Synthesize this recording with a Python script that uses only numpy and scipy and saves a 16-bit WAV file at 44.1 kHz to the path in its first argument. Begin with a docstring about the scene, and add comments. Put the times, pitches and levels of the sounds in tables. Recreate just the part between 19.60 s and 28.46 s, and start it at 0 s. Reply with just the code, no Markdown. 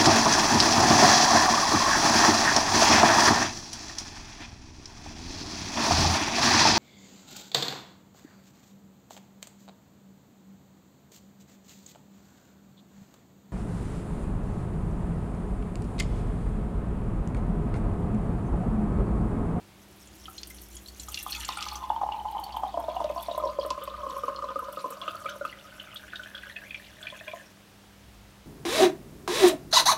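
"""Pouring into a glass jar

A thin stream runs from a steel pot through a strainer and funnel into a jar on a wooden table.
It spatters on the bare glass, then traps air: each gulp rings a low hollow note and the shrinking
air space of the jar. Drops smack, small bubbles tick and fizz, and the pot rings along faintly.
The stream ends in a few drips. Behind it all is a quiet room with a mains hum."""
import sys
import numpy as np
from scipy import signal
from scipy.fft import rfft, irfft, next_fast_len
from scipy.io import wavfile
from scipy.ndimage import uniform_filter1d

SR = 44100
rng = np.random.default_rng(int(sys.argv[2]) if len(sys.argv) > 2 else 0)


def digitize_waveform(pressure):
    """Quantize a signal to 16-bit integers and store it at the path in sys.argv[1].

    Rows of a 2-D input are taken as channels; values are limited to [-1, 1].
    """
    field = np.atleast_2d(pressure).T
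    bounded = np.clip(field, -1, 1)
    quanta = np.round(bounded * 32767).astype(np.int16)
    wavfile.write(sys.argv[1], SR, quanta)


N = 390726
TIME = np.arange(N) / SR
SWELL_S = .0008   # how quickly a gulp's ring builds up

# Gulps, the big trapped pockets of air:
# (time [s], low ring level [dB], high ring level [dB], low pitch [Hz], high pitch [Hz], low decay [s])
GULPS = [(0.6803, -46, -37, 756, 1320, 0.014), (1.483, -43, -37, 790.0, 1260, 0.0053),
         (1.6625, -31.5, -28.5, 800, 1136, 0.0074), (1.8883, -25.5, -24, 860, 1076, 0.0057),
         (1.971, -35, -29, 805, 1346, 0.013), (2.1216, -31, -38, 846, 1210, 0.013),
         (2.224, -36, -34.5, 855, 1055, 0.018), (2.23, -34, -31.5, 920, 1010, 0.016),
         (2.301, -13, -33, 869, 1025, 0.008), (2.3306, -28, -48, 878, 1080, 0.025),
         (2.362, -22.5, -44, 903, 1050, 0.012), (2.4133, -19, -29, 835, 1062, 0.012),
         (2.433, -15, -45, 795, 1050, 0.0065), (2.4641, -22.5, -46, 836, 1080, 0.012),
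         (2.488, -18.5, -51, 850, 1020, 0.0073), (2.5184, -24.5, -49, 840, 1050, 0.011),
         (2.653, -22, -33, 833, 970, 0.013), (2.6852, -31, -54, 874, 1000, 0.019),
         (2.7477, -26.5, -39, 828, 1010, 0.024), (2.7678, -21, -48, 858, 1000, 0.008),
         (2.79, -24, -36, 848, 1030, 0.0087), (2.941, -31, -36, 820, 1005, 0.014),
         (2.9676, -21.5, -36, 890, 1025, 0.0072), (2.995, -29.5, -51, 882, 980, 0.016),
         (3.033, -17, -26, 785, 1050, 0.0068), (3.1404, -26, -33, 678, 950, 0.013),
         (3.1727, -18, -26.5, 670, 954, 0.0072), (3.1936, -35, -29.5, 693, 893, 0.022),
         (3.237, -30, -35, 658, 907, 0.03), (3.2824, -22, -29, 628, 940, 0.0081),
         (3.363, -23, -31, 750, 960, 0.014), (3.4023, -25.5, -23, 725, 934, 0.0067),
         (3.4124, -24, -32, 659.0, 887.0, 0.013), (3.443, -21, -40, 619, 950, 0.016),
         (3.498, -23, -39, 602, 1000, 0.01), (3.56, -30, -32.5, 675, 1000, 0.012),
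         (3.575, -29, -31, 697, 1023, 0.011), (3.597, -37, -36, 710, 1050, 0.0097),
         (3.683, -22.5, -33.5, 662, 1023, 0.011), (3.712, -26, -37, 630, 940, 0.0055),
         (3.746, -32, -34.5, 610, 1000, 0.0078), (3.7768, -22, -26.5, 630, 1010, 0.009),
         (3.798, -28, -34, 610, 1210, 0.0086), (3.824, -32, -29.5, 590, 1055, 0.0089),
         (3.8354, -22, -27, 580, 1030, 0.012), (3.8549, -23.5, -34, 556, 1016, 0.008),
         (3.863, -30, -29.5, 608, 950, 0.02), (3.888, -30.5, -37, 606, 1014, 0.019),
         (3.986, -18, -29.5, 559, 1006, 0.0094), (4.029, -34, -33.5, 590, 1080, 0.0087),
         (4.048, -24, -34, 550, 1230, 0.0052), (4.0576, -28.5, -37, 591, 1040, 0.017),
         (4.105, -32, -22.0, 550, 1016, 0.0085), (4.1766, -33.5, -29.5, 587.0, 1080, 0.011),
         (4.275, -32, -29, 592, 1080, 0.012), (4.3393, -40, -32.5, 603, 1176, 0.011),
         (4.4317, -34.5, -28.5, 575, 1103, 0.029), (4.4643, -29, -26.5, 544, 1110, 0.011),
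         (4.496, -43, -28, 540, 1076, 0.017), (4.563, -36, -33.5, 560, 1079, 0.035),
         (4.634, -28, -25, 518, 1180, 0.011), (4.6796, -28.5, -22, 560.0, 1082, 0.012),
         (4.744, -45, -36, 560, 1104, 0.024), (4.788, -45, -28.5, 560, 1144, 0.0097),
         (4.8215, -44, -29, 546, 1186, 0.016), (4.8395, -30.5, -27, 560, 1076, 0.0088),
         (4.887, -43, -29, 533.0, 1196, 0.0099), (4.957, -26.5, -26.5, 535, 1207, 0.011),
         (4.99, -45.0, -26.5, 604, 1274, 0.0075), (5.0245, -33, -33, 543, 1030, 0.0086),
         (5.0816, -35.5, -39, 574, 990, 0.019), (5.127, -38, -41, 584, 1350, 0.012),
         (5.1704, -30, -30.5, 553.0, 1250, 0.0093), (5.241, -31, -26, 525, 1050, 0.013),
         (5.257, -27, -30, 540, 1110, 0.0062), (5.304, -37, -42, 540, 1180, 0.01),
         (5.4175, -41, -33, 677, 1087, 0.017), (5.478, -31.5, -23.5, 580, 1286, 0.0063),
         (5.546, -37, -34, 638, 1312, 0.019), (5.6557, -32, -27, 560, 1280, 0.011),
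         (5.685, -42, -34, 596, 1435, 0.011), (5.76, -37, -47, 573, 1320, 0.0054),
         (5.81, -26.5, -31.5, 574, 1400, 0.015), (5.85, -36, -21.5, 560, 1300, 0.0046),
         (6.533, -51, -27.5, 594, 1510, 0.0044), (6.594, -54, -32, 590, 1487, 0.011),
         (6.834, -57.0, -32.5, 614, 1620, 0.0063), (7.5234, -38, -42.5, 600, 1040, 0.01),
         (7.68, -34, -44.5, 611, 1040, 0.013), (7.7337, -26.5, -37, 670, 1030, 0.0083)]
# The funnel's hollow notes: (pitch [Hz], width [Hz], level [dB])
FUNNEL_NOTES = [(273, 34, 5.5), (306, 49, 17.5)]


def gulps(second_db=-18, snap_db=-23, jolt_db=-12, splash_db=-25):
    """Each air pocket snaps shut, rings two notes, jolts the funnel and throws up a little spray."""
    rings, jolts, splashes, snaps = np.zeros((4, N))
    for s, low_db, high_db, low_hz, high_hz, decay_s in GULPS:
        low_rise, high_rise = rng.normal(.3, 1.0, 2)
        add(rings, s, from_db(low_db) * plop(low_hz, decay_s, low_rise))
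        add(rings, s, from_db(high_db) * plop(high_hz, .77 * decay_s, high_rise))
        # a smaller pocket pinches off just after the first
        lag_s = rng.uniform(.010, .026)
        detune = np.exp(rng.normal(0, .067))
        for db, hz in (low_db, low_hz), (high_db, high_hz):
            add(rings, s + lag_s, from_db(db + second_db) * plop(hz * detune, .008, 0))
        add(snaps, s + SWELL_S, from_db(max(low_db, high_db) + snap_db) * crackle(.0023))
        # the deepest gulps jolt the funnel hardest: 9 dB more for each octave down
        force_db = (low_db + high_db) / 2 - 9 * np.log2(low_hz / 560)
        add(jolts, s, from_db(force_db + jolt_db) * crackle(.015))
        add(splashes, s, from_db(high_db + splash_db + rng.normal(0, 3)) * crackle(.016))
    funnel = band(1.13 * body(jolts, FUNNEL_NOTES), 250, 410)
    splatter = band(splashes, 1500, 8000) + 2 * band(snaps, 1250, 2000)
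    return band(rings, 260, 1960, order=3) + funnel + splatter


def lulls(depth_db=5, half_width_s=.016):
    """A volume curve: churn and fizz dip just before each gulp, while its pocket of air forms."""
    dips = np.zeros(N)
    for s, *_ in GULPS:
        add(dips, s - 2.7 * half_width_s, np.hanning(int(3 * half_width_s * SR)))
    return from_db(-depth_db * np.minimum(dips, 1))


# Notes of the air as the jar fills: (time [s], hollow note [Hz], jar air note [Hz], overtone [Hz])
FILLING_NOTES = [(1.9, 836, 1330, 2670), (2.35, 855, 924, 2960), (2.95, 831, 820, 3140),
                 (3.2, 728, 860, 3250), (3.6, 656, 856, 3570), (4.0, 575, 1137, 3130),
                 (5.0, 547, 1130, 2980), (5.35, 560, 1190, 3000), (5.5, 612, 1256, 3180),
                 (5.8, 565, 1270, 3070), (6.5, 633, 1550, 3190), (6.9, 597, 1670, 3240),
                 (7.15, 596, 2070, 2670), (7.45, 638, 1710, 2640), (7.8, 590, 1800, 2400)]
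# How loud the bubbling between gulps is: (time [s], hollow note level [dB], jar air level [dB])
CHURN_LEVELS = [(1.3, -60, -65), (2.22, -42.5, -43), (2.47, -34.5, -57), (3.38, -39.5, -38),
                (3.54, -45.5, -42), (4.0, -45, -49.5), (4.13, -44.5, -47.5), (4.68, -39.5, -40.5),
                (5.2, -47.5, -45.5), (5.75, -46, -46), (5.99, -57.5, -56.5), (6.8, -59, -48.5),
                (7.39, -56.5, -51), (7.62, -46.5, -49), (7.9, -61, -52)]
# Bubbles get fewer once the stream thins: (time [s], bubbles [per s])
BUBBLE_RATE = [(5.7, 220), (6.2, 110)]
# How much of the stream reaches the pool; it falters before the last drips: (time [s], amount [share])
STREAM_FLOW = [(1.3, 0), (1.9, 0.87), (7.16, 0.8), (7.22, 0.29), (7.36, 0.25), (7.42, 0.81), (7.76, 0.7),
               (7.9, 0.13), (8.05, 0.05)]


def churn(air_gain_db=.5, overtone_db=-19):
    """Countless small bubbles keep the jar's air ringing; its note climbs and blurs as the jar fills."""
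    hollow_hz, air_hz, overtone_hz = in_time(FILLING_NOTES)
    hollow_db, air_db = in_time(CHURN_LEVELS)
    per_s, = in_time(BUBBLE_RATE)
    flow, = in_time(STREAM_FLOW)
    blur = np.interp(TIME, [3.5, 6.0, 7.3], [.035, .055, .11])
    wander = np.interp(TIME, [2.9, 3.4], [.028, .058])
    bubbles = random_clicks(per_s, 3.0) * from_db(3 * wobble(20))
    hollow = from_db(hollow_db) * moving_ring(bubbles, hollow_hz * np.exp(wander * wobble(26.2)), 39.3)
    air = from_db(air_db + air_gain_db) * moving_ring(bubbles, air_hz * np.exp(blur * wobble(20.5)), 172)
    overtone = from_db(hollow_db + overtone_db) * moving_ring(random_clicks(300, 8.9), overtone_hz, 110)
    return flow * (lulls() * (hollow + air) + overtone)


# The loudest droplets and small bubbles: (time [s], level [dB], pitch [Hz])
DROPLETS = [(0.472, -41, 7030), (0.6557, -31.5, 3150), (0.78, -28.5, 4170), (0.784, -37, 6700),
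            (0.872, -38, 9100), (0.9052, -35, 2070), (0.945, -39, 10750), (1.152, -36, 9950),
            (1.167, -30.5, 6880), (1.26, -36, 4100), (1.283, -35, 4420), (1.396, -34, 4100),
            (1.3974, -28, 7220), (1.433, -36, 6000), (1.485, -31.5, 7000), (1.5736, -23, 2760),
            (1.721, -23, 4260), (1.7477, -26, 2540), (1.849, -26, 7140), (1.9307, -32, 2860),
            (1.97, -32, 8560), (2.1145, -31.5, 4310), (2.155, -26.5, 6010), (2.361, -37, 3130),
            (2.5207, -29, 2830), (2.7811, -33.5, 3100), (2.8378, -32.5, 4430), (2.923, -36.5, 4550),
            (2.965, -31, 3125), (3.365, -36, 2850), (3.5771, -38, 4520), (3.5987, -34.5, 3360),
            (3.6292, -36, 3570), (3.712, -30.5, 3740), (3.7499, -36, 3930), (3.851, -38.5, 5540),
            (3.897, -42, 4750), (3.997, -35.5, 4860), (4.012, -32, 3230), (4.222, -36, 3050),
            (4.7606, -34, 4260), (5.415, -27.5, 3370), (5.479, -27, 2700), (5.662, -28, 2300),
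            (5.69, -32.5, 3050), (5.695, -35.5, 6130), (5.8514, -31.5, 2660), (5.9263, -30, 1980),
            (6.1978, -28, 3030), (6.3595, -28, 3330), (6.3665, -29.5, 3730), (6.557, -26, 3710),
            (6.6342, -32, 3120), (6.6705, -34, 1705), (6.75, -28.5, 3310), (6.778, -32, 3400),
            (6.832, -36, 1930), (6.897, -28, 1870), (6.963, -26, 2560), (7.107, -25, 2460),
            (7.1447, -21.5, 2390), (7.428, -30.5, 3430), (7.4686, -22.5, 2440), (7.5008, -32.5, 3350),
            (7.545, -36, 1655), (7.5762, -42, 2380), (7.679, -24, 2405), (7.714, -30.5, 2350)]


def droplets(ring_s=.0068, swell_s=.00031, mouth_hz=3258):
    """A droplet cracks, splashes and leaves a tiny bubble; the jar and the air in its mouth ring too."""
    out = np.zeros(N)
    for s, db, hz in DROPLETS:
        bubble_rise, mouth_rise = rng.normal(0, 1, 2)
        crack = band(crackle(.0013), hz * .6, hz * 1.5)
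        bubble = plop(hz, ring_s, bubble_rise, swell_s)
        mouth = plop(mouth_hz, ring_s, mouth_rise, swell_s)
        splash = band(crackle(.01, grain_db=8.5, swell_s=SWELL_S), hz * .77, hz * 1.235)
        after_ring = band(crackle(.014, swell_s=ring_s), hz * .905, hz * 1.08)
        for part, part_db in (crack, -9), (bubble, -6), (mouth, -16), (splash, -5), (after_ring, -3):
            add(out, s, from_db(db + part_db) * part)
    return out


# Drops smacking on bare glass or on the pool: (time [s], level [dB])
SMACKS = [(0.832, -22.5), (0.984, -37), (1.5435, -16.5), (1.574, -26), (1.728, -21), (1.889, -20),
          (2.0077, -26), (2.0252, -16.5), (2.054, -27), (2.086, -22.5), (3.4416, -30.5), (4.104, -20),
          (4.107, -26)]


def smacks(smack_s=.0032, spray_s=.0045, spray_db=-11):
    """A drop that bursts without trapping air gives a sharp tick with no pitch, and a short spray."""
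    out = np.zeros(N)
    for s, db in SMACKS:
        add(out, s, from_db(db) * (crackle(smack_s) + from_db(spray_db) * crackle(spray_s)))
    return band(out, 2700, 5830)


# Fine droplets spitting against the glass: (time [s], level [dB])
SPITS = [(0.5512, -39), (0.697, -34.5), (0.870, -32), (0.899, -30), (1.015, -30), (1.4875, -30),
         (1.518, -24), (1.627, -21), (1.707, -25), (1.8795, -30), (2.1305, -32), (2.157, -36), (2.711, -36),
         (2.796, -35), (2.838, -31), (2.966, -32.5), (3.1977, -36), (3.35, -40), (3.624, -26), (3.776, -29),
         (4.06, -32), (4.236, -29), (4.577, -36), (4.989, -35), (5.124, -31), (5.3034, -28), (5.69, -38),
         (5.7592, -43), (5.849, -37), (6.343, -33)]


def spits(gain_db=-2):
    """Fine droplets hit the glass in bright clusters of tiny clicks."""
    clusters = np.zeros(N)
    for s, db in SPITS:
        add(clusters, s, from_db(db + gain_db) * crackle(.0069, grain_db=3.5, swell_s=.0013))
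    return sizzle(clusters)


def sizzle(clicks, ping_hz=8840):
    """The finest spray sizzles very high up and pings the glass a little lower."""
    return band(clicks, 10170, 14200) + from_db(-.5) * resonate(clicks, ping_hz, 610)


# How loud the spray is: (time [s], fizz level [dB], spatter level [dB])
SPRAY_LEVELS = [(0.0, -67, -59), (1.32, -65.5, -57.5), (1.72, -45, -46), (1.98, -41.5, -52),
                (2.13, -50.5, -57), (2.4, -59.5, -67.5), (3.32, -55, -66), (3.67, -51, -56.5),
                (3.83, -51, -65), (4.4, -52.5, -66), (4.6, -54, -53.5), (4.75, -57, -68.5),
                (5.3, -51.5, -56.5), (5.52, -48, -56.5), (5.85, -52.5, -63), (7.2, -49, -59.5),
                (7.63, -44, -53), (7.9, -51, -49.5)]
# How hard the stream sprays; it weakens as the pot empties: (time [s], strength [factor])
SPRAY_STRENGTH = [(0, 0.2), (.25, 0.36), (.65, 1.09), (5.8, 0.68), (6.3, 0.79), (7.75, 0.37), (7.95, 0.061)]
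# The fizz's mix of low and high pitches: (pitch [Hz], level [dB])
FIZZ_TONE = [(1000, -30), (1800, 8), (2200, 10), (2800, 12), (3500, 12.5), (4300, 10.5), (5100, 1.5),
             (5900, -2.5), (6800, -62), (9000, -30)]
# The same for the finer, brighter spatter: (pitch [Hz], level [dB])
SPATTER_TONE = [(4000, -20), (5500, -7), (7400, -12.5), (8600, -14.5), (9800, -17.5), (11600, -14),
                (15000, -22), (16000, -20)]


def spray(slap_db=-8, tick_db=-3, full_jar_top_hz=3740):
    """The stream fizzes, spatters and ticks, and slaps loudest while it still hits bare glass."""
    fizz_db, spatter_db = in_time(SPRAY_LEVELS)
    strength, = in_time(SPRAY_STRENGTH)
    bare_glass = np.interp(TIME, [2.1, 2.3], [1, .2])
    nearly_full = np.interp(TIME, [5.7, 6.6], [0, 1])
    hits = signal.fftconvolve(random_clicks(90, 3.0), crackle(.0012))[:N]
    slaps = steady(band(hits, 1700, 7200))
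    fizz = tiny_bubbles(FIZZ_TONE, per_s=2800, spread_db=4.8, sharpness=13, clump_db=4.8)
    fizz += bare_glass * from_db(slap_db) * slaps
    # the short fall into a nearly full jar makes a duller fizz
    fizz = (1 - nearly_full) * fizz + nearly_full * band(fizz, 1530, full_jar_top_hz, order=3)
    spatter = tiny_bubbles(SPATTER_TONE, per_s=4000, spread_db=3.0, sharpness=16, clump_db=5.5)
    flecks = random_clicks(260, 3.3) * from_db(3 * wobble(8))
    ticks = sizzle(signal.fftconvolve(flecks, crackle(.0028, swell_s=.0012))[:N])
    spatter += from_db(tick_db) * unit_level(ticks)
    return strength * (from_db(fizz_db) * lulls() * fizz + from_db(spatter_db) * spatter)


def tiny_bubbles(tone, per_s, spread_db, sharpness, clump_db, sizes=16):
    """Each size of bubble rings at its own pitch, and bubbles of like size come in clumps."""
    clicks = random_clicks(per_s, spread_db)
    starts = np.flatnonzero(clicks)
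    size_of = rng.integers(0, sizes, len(starts))
    shared_swell = wobble(12)
    out = np.zeros(N)
    for size, hz in enumerate(np.geomspace(tone[1][0], tone[-2][0], sizes)):
        own = starts[size_of == size]
        swell_db = clump_db * (.8 * shared_swell[own] + wobble(20)[own])
        struck = np.zeros(N)
        struck[own] = clicks[own] * from_db(at_hz(tone, hz) + swell_db)
        rings = resonate(struck, hz, hz / sharpness)
        out += resonate(rings, hz, hz / 4)   # rounds the start of each ring
    return steady(out)


# The glass jar's own notes: (pitch [Hz], width [Hz], level [dB])
JAR_NOTES = [(2500, 140, -13), (2850, 140, -6), (3090, 45, -3), (3480, 130, -4), (4400, 380, -4),
             (5430, 220, -10), (5870, 120, -11), (8550, 300, -8)]


def jar_ring(drops):
    """Drops and spray set the glass ringing."""
    return body(drops, JAR_NOTES)


# The steel pot's own notes: (pitch [Hz], width [Hz], level [dB])
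POT_NOTES = [(582, 21.4, -6.5), (1026.7, 29.5, -2), (1079, 8.2, 1.5), (1228, 37.6, -1), (1397, 8.7, -6),
             (1503, 9.4, 0), (1649, 8.8, 4)]


def pot_ring(liquid, gain_db=6.5):
    """The steel pot rings along with the sound of the liquid."""
    return from_db(gain_db) * body(liquid, POT_NOTES)


# A gap in the tone that opens as the jar fills: (time [s], depth [share])
GAP_DEPTH = [(3.8, 0), (4.3, 1)]


def half_full_jar(pour, gap_hz=790, width_hz=205):
    """Once half full, the jar lets little sound through between its two air notes."""
    depth, = in_time(GAP_DEPTH)
    return pour - depth * resonate(pour, gap_hz, width_hz)


# The dull rumble under the pour: (time [s], level [dB])
RUMBLE_LEVELS = [(0, -70), (.65, -49), (1.2, -44.5), (1.9, -41.5), (2.65, -46.5), (3.0, -44), (4.2, -45.5),
                 (5.1, -53.5), (5.3, -67), (6.0, -60), (7.3, -56), (8.1, -72), (8.5, -47.5), (8.86, -56)]


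def drumming(rumble_gain_db=-6):
    """The stream drums on the funnel; a lower rumble takes over as the pot is tipped back."""
    rumble_db, = in_time(RUMBLE_LEVELS)
    tipped = np.interp(TIME, [7.7, 8.2], [0, 1])
    drum = narrow_noise(60.8, 5.4)
    handling = narrow_noise(56.0, 8.2) + from_db(-6) * narrow_noise(103.8, 5.2)
    rumble = from_db(rumble_db + rumble_gain_db) * ((1 - tipped) * drum + tipped * handling)
    # the funnel's hollow murmur builds up, then eases as the stream thins
    murmur_level = np.interp(TIME, [0, .9], [.4, 1]) * from_db(-58.5 - 2.3 * TIME)
    return rumble + (1 - tipped) * murmur_level * narrow_noise(328, 85)


# Early echoes from the room's surfaces: (delay [s], level [dB])
ECHOES = [(.0139, -13), (.0282, -19)]


def room(x, scatter_db=-9, tail_db=-13, tail_s=.29, dull_hz=7000):
    """Table and funnel scatter the high sounds; two echoes and a short, smooth tail follow."""
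    t = TIME[:SR // 2]
    scatter = rng.standard_normal(len(t)) * np.exp(-t / .0037) * (t > .002)
    tail = rng.standard_normal(len(t)) * from_db(-60 * t / tail_s) * (t > .012)
    echoes = from_db(scatter_db) * band(scatter / np.linalg.norm(scatter), 1150, 15000)
    echoes += from_db(tail_db) * tail / np.linalg.norm(tail)
    for delay_s, db in ECHOES:
        echoes[int(delay_s * SR)] -= from_db(db)
    return band(signal.fftconvolve(x, echoes)[:N], 170, dull_hz, order=1)


# The room noise's mix of low and high pitches: (pitch [Hz], relative level [dB])
ROOM_TONE = [(15, -36), (25, -17), (55, -5), (110, -4), (170, -7), (250, -9.5), (450, -12.5), (660, -12),
             (850, -13.5), (1500, -16.5), (2300, -18), (3400, -19), (9500, -28.5), (15800, -31)]


def room_noise(level_db=-57.33):
    """A soft, steady rush; level_db sets how loud its part above 400 Hz is."""
    size = next_fast_len(N)
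    hz = np.arange(size // 2 + 1) * SR / size
    spectrum = rfft(rng.standard_normal(size)) * from_db(at_hz(ROOM_TONE, hz))
    upper_level = np.std(irfft(spectrum * (hz > 400), size))
    return from_db(level_db) * irfft(spectrum, size)[:N] / upper_level


# The tones of the mains hum: (pitch [Hz], level [dB])
HUM_TONES = [(100, -69), (200, -61.5), (300, -71)]


def mains_hum():
    """Mains electricity hums in three low, steady tones."""
    return sum(np.sqrt(2) * from_db(db) * np.sin(2 * np.pi * (hz * TIME + rng.random()))
               for hz, db in HUM_TONES)


def plop(hz, decay_s, rise_per_s, swell_s=SWELL_S):
    """A bubble's gliding note: it swells, holds a moment and is choked as the pocket closes."""
    t = TIME[:SR // 12]
    loudness = (1 - np.exp(-t / swell_s)) ** 2 * np.exp(-(t / decay_s) ** 2)
    return loudness / loudness.max() * np.sin(2 * np.pi * hz * (t + rise_per_s * t * t / 2))


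def crackle(decay_s, grain_db=0.0, swell_s=.00021):
    """A quick cluster of tiny clicks that swells and dies."""
    t = TIME[:SR // 8]
    clicks = rng.standard_normal(len(t)) * from_db(grain_db * rng.standard_normal(len(t)))
    return unit_level(clicks) * (1 - np.exp(-t / swell_s)) * np.exp(-t / decay_s)


def random_clicks(per_s, spread_db):
    """Clicks at random times, many small and a few large."""
    sizes = from_db(spread_db * np.minimum(rng.exponential(1, N), 4))
    return (rng.random(N) < per_s / SR) * sizes * rng.choice([-1, 1], N)


def wobble(rate_hz, step=40):
    """A smooth random curve that strays about 1 either side of zero."""
    r = np.exp(-2 * np.pi * rate_hz * step / SR)
    slow = signal.lfilter([1], [1, -2 * r, r * r], rng.standard_normal(N // step + 502))[500:]
    return np.interp(np.arange(N) / step, np.arange(len(slow)), unit_level(slow))


def moving_ring(clicks, hz, width_hz):
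    """Clicks ring one note whose pitch follows the curve hz."""
    turn = np.exp(2j * np.pi * np.cumsum(hz) / SR)
    slow, fast = np.exp(-np.pi * width_hz / SR), np.exp(-np.pi * 3 * width_hz / SR)
    # shift the note down to 0 Hz, smooth it twice, then shift it back up
    held = signal.lfilter([1], [1, -slow - fast, slow * fast], clicks / turn + 1e-18)
    return steady((held * turn).real, span_s=.25)


def narrow_noise(hz, width_hz):
    """One note shaken at random, at a steady overall level."""
    shaken = resonate(rng.standard_normal(N), hz, width_hz)
    return steady(resonate(shaken, hz, width_hz))


def resonate(x, hz, width_hz):
    """Let x ring one note; the smaller the width, the longer it rings."""
    r = np.exp(-np.pi * width_hz / SR)
    feedback = [1, -2 * r * np.cos(2 * np.pi * hz / SR), r * r]
    return signal.lfilter(np.array([1, 0, -1]) * (1 - r * r) / 2, feedback, x + 1e-18)


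def body(x, notes):
    """All the notes an object gives back when x shakes it."""
    return sum(from_db(db) * resonate(x, hz, width_hz) for hz, width_hz, db in notes)


def band(x, low_hz, high_hz, order=2):
    """Keep the pitches between low_hz and high_hz."""
    edges = [low_hz, min(high_hz, SR / 2 - 500)]
    return signal.sosfilt(signal.butter(order, edges, "band", fs=SR, output="sos"), x + 1e-18)


def steady(x, span_s=.4):
    """Even out slow changes in level and keep the fast flicker."""
    size = int(span_s * SR / 2)
    power = uniform_filter1d(uniform_filter1d(x ** 2, size), size)
    return x / np.sqrt(np.abs(power) + 1e-14)


def unit_level(x):
    """Scale x to an average (rms) level of 1."""
    return x / np.sqrt(np.mean(x ** 2) + 1e-20)


def from_db(db):
    """Turn decibels into a number to multiply by."""
    return 10 ** (np.asarray(db) / 20)


def in_time(rows):
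    """Join a table's timed rows with straight lines, one curve for each value column."""
    times, *columns = np.transpose(rows)
    return [np.interp(TIME, times, column) for column in columns]


def at_hz(tone, hz):
    """Look up a tone table's level in dB at any pitch."""
    pitches, levels = np.transpose(tone)
    return np.interp(np.log(hz + 1e-9), np.log(pitches), levels)


def add(out, s, sound):
    """Mix a sound in, starting s seconds from the beginning."""
    at = max(int(s * SR), 0)
    out[at:at + len(sound)] += sound[:N - at]


def scene(pour_db=-1.5):
    """The liquid sounds in the jar, the pot answers, and the room surrounds both."""
    drops = droplets() + smacks() + spits() + spray()
    liquid = gulps() + churn() + drops + jar_ring(drops)
    pour = half_full_jar(liquid + pot_ring(liquid))
    mix = from_db(pour_db) * (pour + room(pour)) + drumming() + room_noise() + mains_hum()
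    return mix[None]


def record(dry, cutoff_hz=15950):
    """Cut off the very highest pitches steeply."""
    return signal.sosfilt(signal.ellip(12, .1, 80, cutoff_hz, fs=SR, output="sos"), dry)


dry = scene()
out = record(dry)
digitize_waveform(out)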